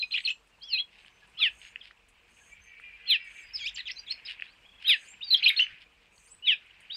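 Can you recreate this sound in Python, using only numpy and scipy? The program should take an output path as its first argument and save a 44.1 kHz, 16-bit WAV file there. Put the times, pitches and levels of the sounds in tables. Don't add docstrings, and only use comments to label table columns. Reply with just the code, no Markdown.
import sys
import numpy as np
from scipy import signal
from scipy.fft import rfft, irfft, next_fast_len
from scipy.io import wavfile
from scipy.ndimage import uniform_filter1d, map_coordinates

SR = 44100
rng = np.random.default_rng(int(sys.argv[2]) if len(sys.argv) > 2 else 0)


def to_wav(s):
    ch = np.atleast_2d(s).T
    pcm = np.round(np.clip(ch, -1, 1) * 32767)
    wavfile.write(sys.argv[1], SR, pcm.astype(np.int16))


N = 306936

# frequency in Hz, time to fall by 60 dB in seconds.
LEAVES = [(1200, 0.18), (3000, 0.18), (6000, 0.23), (12000, 0.15)]


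def amp(db):
    return 10 ** (np.asarray(db) / 20)


def unit(x):
    return x / np.sqrt(np.mean(x ** 2) + 1e-20)


def along(points, hz):
    f, v = np.transpose(points)
    return np.interp(np.log(hz + 1), np.log(f + 1), v)


def wobble(rate):
    knots = rng.standard_normal(int(N * rate / SR) + 4)
    return map_coordinates(knots, [np.arange(N) * rate / SR])


def filtered(x, response):
    m = next_fast_len(N + SR // 2)
    return irfft(rfft(x, m) * response(np.fft.rfftfreq(m, 1 / SR)), m)[:N]


def rush(spectrum, patchy_db):
    z = signal.stft(rng.standard_normal(N), nperseg=256)[2]
    patches = uniform_filter1d(rng.standard_normal(z.shape), size=3, axis=0)
    patches = uniform_filter1d(patches, size=6, axis=1)
    x = signal.istft(z * amp(patchy_db * unit(patches)), nperseg=256)[1][:N]
    return unit(filtered(x, lambda hz: amp(along(spectrum, hz))))


def swells(rows, early):
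    t = np.arange(N) / SR
    gain = np.zeros(N)
    for s, length, db in rows:
        progress = np.clip((t - s) / length, 0, 1) ** early
        gain += amp(db) * np.sqrt(np.abs(np.sin(np.pi * progress)))
    return gain


def echo(x, delay, decay):
    step, lag = round(.12 * SR), round(delay * SR)
    out = np.zeros(N + SR)
    starts = np.arange(0, N + step, step)
    pieces = np.pad(x, (step, 2 * step))[starts[:, None] + np.arange(2 * step)]
    pieces = pieces * signal.windows.hann(2 * step, sym=False)
    hz, t, z = signal.stft(rng.standard_normal((len(starts), SR // 5)), SR, nperseg=128)
    fading = z * amp(-60 * t / along(decay, hz)[:, None])
    tails = signal.istft(fading, SR, nperseg=128)[1]
    tails = tails / np.linalg.norm(tails, axis=1, keepdims=True)
    parts = signal.fftconvolve(pieces, tails, axes=1)
    for i, part in zip(starts, parts):
        out[i + lag:][:len(part)] += part[:len(out) - i - lag]
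    return out[step:][:N]


def glide(start, length, first_hz, middle_hz, last_hz, top_db, top, in_db, out_db):
    u = np.linspace(0, 1, 9)
    bend = np.polyfit([0, .5, 1], [first_hz, middle_hz, last_hz], 2)
    db = top_db + np.interp(u, [0, np.clip(top, .05, .95), 1], [in_db, 0, out_db])
    return np.transpose([start + length * u, np.polyval(bend, u), db])


def whistles(notes, partials, jitter, flutter_db, edge):
    beak_hz = 11600
    fundamental, overtones, noise_gain = np.zeros((3, N))
    shake, flutter = wobble(400), wobble(250)
    for note, (second_db, third_db, noise_db) in zip(notes, partials):
        s, hz, db = np.transpose(note)
        i = np.arange(max(round((s[0] - edge) * SR), 0), min(round((s[-1] + edge) * SR), N))
        t = i / SR
        pitch = uniform_filter1d(np.interp(t, s, hz), size=100, mode="nearest")
        pitch = pitch * (1 + jitter * shake[i])
        phase = 2 * np.pi * (np.cumsum(pitch) / SR + rng.random())
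        gate = np.clip(np.minimum(t - s[0], s[-1] - t) / edge + 1, 0, 1) ** 2
        size = np.sqrt(2) * gate * amp(np.interp(t, s, db) + flutter_db * flutter[i])
        effort = size / size.max()
        effort /= 1 + ((beak_hz - 3 * pitch) / 1500) ** 4
        dull = 1 / (1 + (pitch / 4500) ** 12)
        second = dull * amp(second_db) * np.sin(2 * phase)
        fourth = amp(-21) * (pitch < SR / 11) * np.sin(4 * phase)
        upper = effort * amp(third_db) * (np.sin(3 * phase) + fourth)
        fundamental[i] += size * np.sin(phase)
        overtones[i] += size * (second + upper)
        noise_gain[i] += size * amp(noise_db)
    return fundamental, overtones, noise_gain


def town():
    # frequency in Hz, relative level in dB.
    murmur_colour = [(15, -22), (30, -9.5), (50, -10.5), (120, -11.5), (250, -13.5), (500, -15.5),
                     (1000, -12), (2000, -18.5), (4000, -21.5), (6300, -28), (8000, -27), (10000, -36.5),
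                     (13000, -39), (16000, -47.5)]
    # time in seconds, level in dB around which the rumble wavers.
    rumble_levels = [(0, -80), (1.2, -76), (1.9, -72), (2.8, -72), (3.3, -74), (3.75, -66), (4.3, -76),
                     (5.0, -73), (5.5, -73), (6.0, -77), (6.6, -73), (6.96, -78)]
    deep = [(15, -24), (30, -6), (50, 2), (90, -10.5), (200, -43)]  # Hz, relative dB
    murmur = amp(-68 + 1.3 * wobble(4.5)) * rush(murmur_colour, patchy_db=1.9)
    rumble_db = np.interp(np.arange(N) / SR, *np.transpose(rumble_levels)) + 3 * wobble(5)
    return murmur + amp(rumble_db) * rush(deep, patchy_db=3.0)


def hum():
    # centre in Hz, half width in Hz, level in dB before the make-up gain.
    hum_tones = [(48.4, 6, -77), (96.6, 6, -87), (189.3, 4.5, -82), (470, 11, -81.5)]

    def bands(f):
        return sum(amp(db) / np.sqrt(w) / (1 + ((f - hz) / w) ** 4) for hz, w, db in hum_tones)

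    return amp(39.5) * filtered(rng.standard_normal(N), bands)


def flickering_twitter():
    # time in seconds, level in dB.
    flicker_levels = [(0.0, -72), (.2, -66), (.4, -73), (.83, -65), (1.05, -68), (1.7, -59), (1.94, -67),
                      (2.29, -65.5), (3.27, -52), (4.05, -58), (4.32, -53), (4.71, -66), (5.0, -54),
                      (5.3, -60), (5.42, -45), (5.53, -43), (5.7, -47), (5.8, -58), (5.9, -66), (6.47, -69),
                      (6.61, -56), (6.96, -58)]
    # frequency in Hz, relative level in dB.
    flicker_colour = [(900, -52), (1200, -24.5), (1600, -8.5), (1950, -7.5), (2500, 1), (3000, -4.5),
                      (3800, -21), (5000, -25), (6000, -49), (9000, -86.5)]
    flicker = unit(amp(1.23 * wobble(60)) * rush(flicker_colour, patchy_db=3.0))
    return amp(np.interp(np.arange(N) / SR, *np.transpose(flicker_levels))) * flicker


def begging():
    # start in seconds, length in seconds, top level in dB.
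    bouts = [(.04, .3, -68), (.95, 0.13, -78), (1.44, 0.29, -68), (2.26, .3, -68), (3.24, 0.22, -65.5),
             (4.88, 0.26, -65.5), (5.43, 0.19, -70.5), (6.11, 0.22, -65)]
    # frequency in Hz, relative level in dB.
    buzz_colour = [(4000, -48.5), (5800, -18.5), (6300, -1), (6700, -9), (7200, -9.5), (7900, -4),
                   (8700, -5.5), (9400, -12.5), (10200, -21), (13000, -25.5), (16000, -38)]
    buzz = unit(amp(1.5 * wobble(200)) * rush(buzz_colour, patchy_db=2.5))
    return swells(bouts, early=1.5) * buzz


def faint_glides():
    # start in seconds, length in seconds, first, middle and last pitch in Hz,
    # top level in dB before the faint mix, place of the top from 0 to 1.
    faint_rows = [(.02, .023, 4970, 4950, 4900, -54, .2), (.05, .16, 6300, 6700, 7750, -71, .9),
                  (.211, .058, 7800, 8300, 9210, -62, .7), (.28, .025, 5100, 6200, 7350, -52, .3),
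                  (.305, .03, 7350, 7380, 7380, -56, .1), (.526, .024, 2740, 2820, 2580, -61, .3),
                  (1.105, .1, 6050, 6150, 6300, -75, .6), (1.22, .03, 1690, 1690, 1690, -59.5, .3),
                  (1.385, .035, 5120, 5270, 5200, -58, .5), (1.392, .02, 1230, 1300, 1270, -50, .5),
                  (1.435, .025, 5080, 5060, 4960, -53.5, .5), (1.478, .027, 3600, 3200, 2850, -46, .4),
                  (1.565, .054, 8100, 8250, 8400, -74, .9), (1.79, .018, 5660, 4700, 3900, -66, .9),
                  (1.809, .013, 3650, 3260, 2780, -46, .5), (1.82, .04, 4970, 4950, 4920, -70, .5),
                  (2.406, .033, 1520, 1690, 1520, -61, .45), (2.52, .025, 2260, 2330, 2420, -51, .4),
                  (2.605, .085, 6120, 6330, 6250, -64, .7), (2.8, .055, 2330, 2520, 2700, -60, .5),
                  (2.75, .05, 2290, 2295, 2310, -56, .6), (2.9, .07, 2380, 2380, 2370, -55, .5),
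                  (3.21, .03, 5090, 5050, 5000, -64, .6), (3.43, .1, 4980, 4870, 4920, -61, .6),
                  (4.431, .03, 3220, 3300, 3450, -58, .6), (4.461, .065, 3500, 4100, 4750, -62, .4),
                  (5.6, .035, 5900, 6250, 5800, -55, .4), (4.62, .035, 2830, 2930, 3150, -61, .7),
                  (4.882, .038, 4940, 4940, 4670, -40, .1), (5.021, .046, 7400, 8400, 9930, -66, .6),
                  (5.041, .026, 4120, 4550, 5170, -64, .8), (5.068, .035, 6600, 7100, 7400, -57, .6),
                  (5.103, .036, 7400, 7410, 7420, -55, .1), (5.075, .044, 8480, 8510, 8540, -66, .3),
                  (5.401, .044, 6100, 6400, 6550, -69, .9), (6.256, .04, 8420, 8900, 9670, -64, .2),
                  (6.276, .024, 4400, 4900, 5500, -65, .8), (6.303, .047, 7430, 7940, 7930, -55, .4),
                  (6.306, .044, 8350, 8930, 8790, -64, .2), (6.51, .03, 3920, 3500, 3090, -33.5, .2)]
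    notes = [glide(*row, in_db=-9, out_db=-10) for row in faint_rows]
    start, every, hz, swing = 4.655, .031, 3330, .04
    for k in range(5):
        low, high = hz * (1 - swing), hz * (1 + swing)
        notes.append(glide(start + k * every, .6 * every, low, hz, high, -57 - 1.2 * k,
                           top=.5, in_db=-4, out_db=-5))
    return notes


def nestling_whines():
    # start in seconds, length in seconds, pitch in Hz, top level in dB,
    # flick pitch in Hz, flick level in dB, both levels before the faint mix.
    whines = [(1.53, .165, 6680, -67, 7140, -70), (2.33, .19, 6650, -68, 7360, -66),
              (3.26, .15, 6550, -68, 7600, -62), (4.95, .08, 6700, -67, 7300, -80),
              (6.125, .08, 6730, -72, 7300, -85)]
    notes = []
    for s, length, hz, db, flick_hz, flick_db in whines:
        notes.append(glide(s, length, hz, .98 * hz, hz, db, top=.9, in_db=-10, out_db=-3))
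        notes.append(glide(s + length, .03, .97 * flick_hz, flick_hz, flick_hz, flick_db,
                           top=.4, in_db=-6, out_db=-12))
    return notes


def far_caws():
    # start in seconds, voice pitch in Hz, level of overtone 6 in dB before the faint mix.
    caws = [(2.48, 384, -62), (2.66, 385, -55), (2.825, 397, -53), (3.0, 402, -55), (3.185, 388, -48),
            (3.35, 385, -51)]
    notes = []
    for s, voice_hz, db in caws:
        for k, relative_db in [(5, -6), (6, 0), (7, -8)]:
            hz = k * voice_hz
            notes.append(glide(s, .11, hz, 1.004 * hz, .94 * hz, db + relative_db,
                               top=.3, in_db=-6, out_db=-8))
    return notes


def faint_whistles():
    notes = faint_glides() + nestling_whines() + far_caws()
    partials = [(-45, -60, -54)] * len(notes)
    voice = whistles(notes, partials, jitter=.004, flutter_db=3.0, edge=0.0054)[0]
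    return amp(0.5) * voice + amp(-4.5) * echo(voice, 0.003, LEAVES)


def snaps():
    # start in seconds, level in dB before the trim, pitch in Hz.
    ticks = [(0.4732, -54, 2580), (0.924, -54, 2700), (0.955, -46, 2610), (0.9678, -56, 2730),
             (0.9956, -59, 2480), (1.0467, -42, 2500), (1.061, -42.5, 3120), (1.6155, -37.5, 3000),
             (1.65, -35, 2830), (1.7583, -23, 2710), (1.909, -39, 1880), (2.7973, -38, 1940),
             (3.8574, -52, 3230), (3.9055, -30, 2700), (4.2854, -36, 2980), (4.3975, -29.5, 2670),
             (4.4215, -20, 2630), (4.466, -37.5, 2640), (4.8137, -42, 3070), (5.5954, -15, 2900),
             (5.666, -27.5, 2660), (6.179, -47.5, 4450)]
    # start in seconds, level in dB before trim and treble colour.
    crackles = [(0.4728, -69), (0.598, -74), (1.061, -68.5), (1.273, -70.5), (1.296, -68), (1.5883, -62),
                (2.085, -60.5), (2.6378, -66), (2.8005, -67.5), (3.2439, -65), (4.249, -71.5),
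                (6.6593, -74), (6.8048, -61)]
    treble = [(4000, -56), (6500, 12.5), (9000, 20), (13000, -2.5), (16000, -32)]  # Hz, gain in dB
    knocks, puffs = np.zeros((2, N + SR))
    t = np.arange(SR // 20) / SR
    double_knock = np.exp(-((t - .0015) / .0008) ** 2) + .4 * np.exp(-((t - .003) / .0008) ** 2)
    for s, db, hz in ticks:
        ring = np.sin(2 * np.pi * hz * t) + 0.49 * np.sin(2 * np.pi * 0.709 * hz * t)
        knocks[round(s * SR):][:len(t)] += amp(db - 3) * double_knock * ring
    for s, db in crackles:
        fade_db = -60 * t / 0.1
        puffs[round(s * SR):][:len(t)] += amp(db - 12 + fade_db) * rng.standard_normal(len(t))
    out = knocks[:N] + filtered(puffs[:N], lambda hz: amp(along(treble, hz)))
    return out + amp(-15) * echo(out, 0.0078, LEAVES)


def rustles(count=20000):
    # start in seconds, length in seconds, top level in dB.
    scrabbles = [(0.903, 0.22, -59), (1.2, 0.061, -62), (1.599, .1, -53.5), (1.824, 0.1, -55.5),
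                 (2.24, 0.096, -70), (4.09, 0.04, -52), (4.267, 0.085, -45), (4.405, 0.093, -57.5),
                 (4.8, 0.077, -53), (5.652, 0.12, -61), (5.803, 0.041, -53), (6.0, 0.07, -64.5)]
    # frequency in Hz, relative level in dB.
    grass_colour = [(900, -48), (1500, -8), (2700, 5.5), (4000, -5.5), (5200, -11.5), (6000, -29.5),
                    (9000, -26.5), (14000, -50.5)]
    clicks = np.zeros(N)
    sizes = amp(3 * rng.exponential(size=count))
    clicks[rng.integers(0, N, count)] = sizes * rng.choice([-1, 1], count)
    grass = filtered(clicks * amp(3 * wobble(120)), lambda hz: amp(along(grass_colour, hz)))
    return swells(scrabbles, early=0.72) * unit(grass)


def branch_bump():
    # time of its top in seconds, level in dB.
    bump = (5.72, -64)
    s, db = bump
    return amp(db) * wobble(390) * np.exp(-((np.arange(N) / SR - s) / 0.027) ** 2)


def chirps(second_db, plain_third_db):
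    # time from the chirp's middle in seconds before
    # any stretch, pitch over the middle pitch, level relative to the voice in dB.
    low_fall = [(-.034, 1.32, -14), (-.016, 1.1, 0), (.008, .94, -8), (.025, .81, -7), (.045, .73, -20)]
    high_fall = [(-.01, 1.09, -.7), (.001, .995, -.7), (.02, .88, -5), (.035, .81, -4.5), (.044, .75, -13)]
    # middle in seconds, entry and bend of the high voice in seconds before it,
    # stretch of the low and high tail, low, entry, bend and high pitch in Hz,
    # low, high, entry and bend level in dB, third partial and hoarse noise in dB.
    chirp_rows = [(1.438, .047, .018, 1.12, 1.02, 2270, 4200, 3760, 3230, -25.5, -20.5, -41, -29, -30, -17),
                  (3.126, .051, .022, .88, .9, 2300, 4260, 4090, 3200, -29, -19.5, -43, -20.5, -23.5, -17),
                  (4.915, .048, .031, 1.1, .8, 2300, 3450, 3930, 3230, -23, -19, -32, -20, -19, -15),
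                  (6.494, .038, .024, 1.12, 1.1, 2200, 3850, 3830, 3150, -30, -18.5, -46, -29, -53, -21)]

    def fall(shape, s, tail, hz, db):
        return [(s + t * (tail if t > 0 else 1), hz * ratio, db + under) for t, ratio, under in shape]

    notes = []
    for (s, entry, bend, low_tail, high_tail, low_hz, entry_hz, bend_hz, high_hz,
         low_db, high_db, entry_db, bend_db, third_db, hoarse_db) in chirp_rows:
        low = fall(low_fall, s, low_tail, low_hz, low_db)
        high = [(s - entry, entry_hz, entry_db), (s - bend, bend_hz, bend_db)]
        high += fall(high_fall, s, high_tail, high_hz, high_db)
        notes.append((low, (second_db, plain_third_db, hoarse_db)))
        notes.append((high, (second_db, third_db, hoarse_db)))
    return notes


def drops():
    # start, drop, trough and end in seconds, first, held, trough and end pitch in Hz,
    # held, trough and end level in dB, third partial and hoarse noise in dB.
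    drop_rows = [(0.0, .022, .032, .045, 4150, 4100, 2450, 2550, -30, -28, -35, -60, -30),
                 (.12, .134, .146, .165, 4100, 4180, 2450, 3350, -30, -25, -30, -60, -14),
                 (.251, .266, .282, .294, 4400, 4200, 2560, 3220, -27, -26.5, -29, -60, -17),
                 (.294, .297, .307, .32, 3220, 3200, 2600, 3000, -29, -27.5, -37, -60, -17),
                 (5.438, 5.452, 5.465, 5.482, 4050, 4250, 2470, 3400, -22, -16, -21, -44, -22),
                 (5.483, 5.496, 5.505, 5.514, 3980, 3780, 2200, 2450, -18.5, -24, -35, -22, -11),
                 (5.569, 5.588, 5.597, 5.614, 4200, 4330, 2740, 3150, -26, -18, -21, -46, -18)]
    linger = .003
    notes = []
    for (s, drop, trough, end, first_hz, held_hz, low_hz, end_hz,
         held_db, low_db, end_db, third_db, hoarse_db) in drop_rows:
        softest = (drop + .4 * (trough - linger - drop), held_hz - .6 * (held_hz - low_hz),
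                   (held_db + low_db) / 2 - 9)
        note = [(s, first_hz, held_db - 3), ((s + drop) / 2, held_hz, held_db),
                (drop, .97 * held_hz, held_db), softest,
                (trough - linger, low_hz, low_db), (trough + linger, low_hz, low_db),
                (end, end_hz, end_db)]
        notes.append((note, (-41, third_db, hoarse_db)))
    return notes


def song():
    # time in seconds, pitch in Hz, level in dB.
    flourishes = [
        [(-47, -56, -20.5), (.61, 3145, -58), (.64, 3270, -44), (.665, 3450, -52), (.724, 2785, -38.5),
         (.751, 2544, -30), (.774, 2475, -33), (.789, 3274, -30), (.804, 3290, -25), (.812, 3400, -39)],
        [(-53, -30, -28.5), (.621, 4100, -49), (.637, 5050, -46.5), (.65, 5700, -62), (.668, 6050, -78),
         (.688, 5530, -53), (.721, 4450, -39), (.737, 4120, -23.5), (.748, 4100, -27), (.755, 3900, -40),
         (.768, 3780, -37.5), (.787, 4130, -36.5), (.81, 4050, -41)],
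        [(-19, -23, -28), (3.536, 5450, -45), (3.562, 4990, -28), (3.568, 4450, -45), (3.58, 3500, -56),
         (3.6, 2550, -47), (3.64, 2210, -41), (3.655, 2300, -39), (3.667, 2540, -29), (3.688, 3830, -36),
         (3.698, 2330, -42)],
        [(-14, -26, -7), (3.572, 4250, -46), (3.588, 3850, -55), (3.601, 3350, -46), (3.618, 3260, -41),
         (3.64, 3260, -41), (3.659, 3650, -42), (3.675, 4200, -48)],
        [(-24, -50, -9), (3.857, 3540, -44), (3.879, 2970, -37.5), (3.893, 2050, -40), (3.903, 1980, -35),
         (3.912, 4580, -40), (3.919, 5600, -38.5)],
        [(-23.5, -59, -18.5), (4.066, 3920, -52), (4.083, 3220, -43), (4.1, 4030, -44), (4.112, 4254, -26),
         (4.13, 4530, -46)],
        [(-45, -60, -12), (4.252, 5040, -46), (4.262, 5100, -41), (4.281, 3570, -47), (4.289, 2860, -38),
         (4.297, 1900, -48)],
        [(-42, -23, -23), (5.311, 3950, -21), (5.327, 4200, -20), (5.336, 4000, -17), (5.343, 3850, -19),
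         (5.348, 3250, -14), (5.362, 3200, -26), (5.372, 3250, -37), (5.378, 3400, -30), (5.386, 3330, -44)],
        [(-42, -40, -23), (5.238, 4630, -50), (5.245, 4830, -41.5), (5.265, 4650, -48), (5.285, 4520, -36),
         (5.301, 4600, -39), (5.308, 4250, -24)],
    ]
    # start in seconds, length in seconds, first, middle and last pitch in Hz,
    # top level in dB, place of the top from 0 to 1, hoarse noise in dB.
    near_glides = [(.108, .011, 2360, 2750, 3080, -40, .4, -3), (.173, .019, 3650, 2950, 1950, -25, .3, -9),
                   (.204, .005, 2710, 2300, 1810, -37, .1, -2), (.238, .008, 2320, 2750, 3190, -41, .9, -3),
                   (1.373, .036, 2890, 3480, 3150, -35, .8, -14),
                   (3.057, .032, 2850, 3390, 2900, -41, .6, -16),
                   (4.846, .032, 3050, 3230, 3150, -29, .6, -14),
                   (5.562, .008, 3350, 3700, 4150, -29, .5, -18),
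                   (6.425, .042, 2800, 3000, 2900, -36, .65, -25),
                   (3.745, .011, 7300, 7400, 7200, -41, .5, -20),
                   (3.756, .012, 6700, 5000, 3200, -39, .6, -9),
                   (3.77, .012, 3050, 3050, 3400, -33, .4, -19),
                   (3.783, .031, 3490, 4170, 3030, -36, .45, -19),
                   (3.78, .032, 1760, 2040, 1780, -38, .7, -3), (3.77, .014, 4440, 4600, 4970, -40, .2, -2),
                   (3.88, .014, 5100, 4500, 3880, -46, .6, -9.5),
                   (3.93, .062, 5900, 6250, 6290, -62, .8, -18),
                   (3.993, .014, 6000, 5850, 5550, -50, .7, -18),
                   (3.96, .025, 4220, 4060, 4450, -41, .5, -27),
                   (3.985, .018, 4500, 4800, 4600, -37, .6, -27),
                   (4.111, .017, 5350, 5280, 4850, -35, .9, -12),
                   (4.298, .021, 3000, 2900, 2920, -41, .5, -1),
                   (5.208, .016, 2440, 2850, 3050, -37, .7, -21),
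                   (5.222, .024, 3490, 3770, 3785, -32, .45, -19),
                   (5.368, .042, 5550, 4000, 2180, -38, .6, -7),
                   (5.426, .014, 2156, 2750, 3370, -21, .5, -16),
                   (5.618, .021, 2900, 3020, 2950, -19, .2, -18),
                   (6.9, .016, 2830, 3150, 3690, -34, .5, -27),
                   (6.915, .035, 3650, 3850, 3700, -35, .2, -27),
                   (6.93, .03, 4440, 4760, 4810, -37, .9, -27)]
    second_db, third_db = -45, -58
    notes = [(f[1:], f[0]) for f in flourishes]
    notes += chirps(second_db, third_db) + drops()
    for *g, hoarse_db in near_glides:
        notes.append((glide(*g, in_db=-12, out_db=-11), (second_db, third_db, hoarse_db)))
    return zip(*notes)


def near_bird():
    # frequency in Hz, gain in dB.
    throat = [(600, -41), (1200, -3), (5200, 9.5), (6000, -4), (8500, -6.5), (9600, -16.5), (10800, -4.5),
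              (11700, -0.5), (12900, -13.5), (15000, -6.5)]
    # frequency in Hz, relative level in dB.
    hoarse_colour = [(800, -50), (1250, -17.5), (1800, -8), (2700, 9), (4000, 2), (5100, -15.5),
                     (5700, -36), (8500, -31), (9500, -47.5), (11500, -35.5), (13000, -54.5),
                     (15000, -50.5)]
    voice, overtones, hoarse_gain = whistles(*song(), jitter=0.0027, flutter_db=0.77, edge=.004)
    strain = amp(-22) * voice ** 2 + amp(-3.5) * voice ** 3
    rasp = overtones * (1 + 0.91 * wobble(1100))
    breath = amp(-21) * voice * wobble(900)
    hoarse = hoarse_gain * amp(0.83 * wobble(300)) * rush(hoarse_colour, patchy_db=7.5)
    coloured = filtered(strain + rasp, lambda hz: amp(along(throat, hz)))
    call = voice + breath + hoarse + coloured
    near = [(hz, 0.65 * t60) for hz, t60 in LEAVES]
    return amp(-0.39) * call + amp(-9) * echo(call, .003, near) + amp(-25.5) * echo(call, 0.018, LEAVES)


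def scene():
    background = town() + hum() + flickering_twitter() + begging()
    small_noises = snaps() + rustles() + branch_bump()
    return (background + faint_whistles() + small_noises + near_bird())[None]


def record(dry):
    return filtered(dry[0], lambda hz: hz < 15760)[None]


dry = scene()
out = record(dry)
to_wav(out)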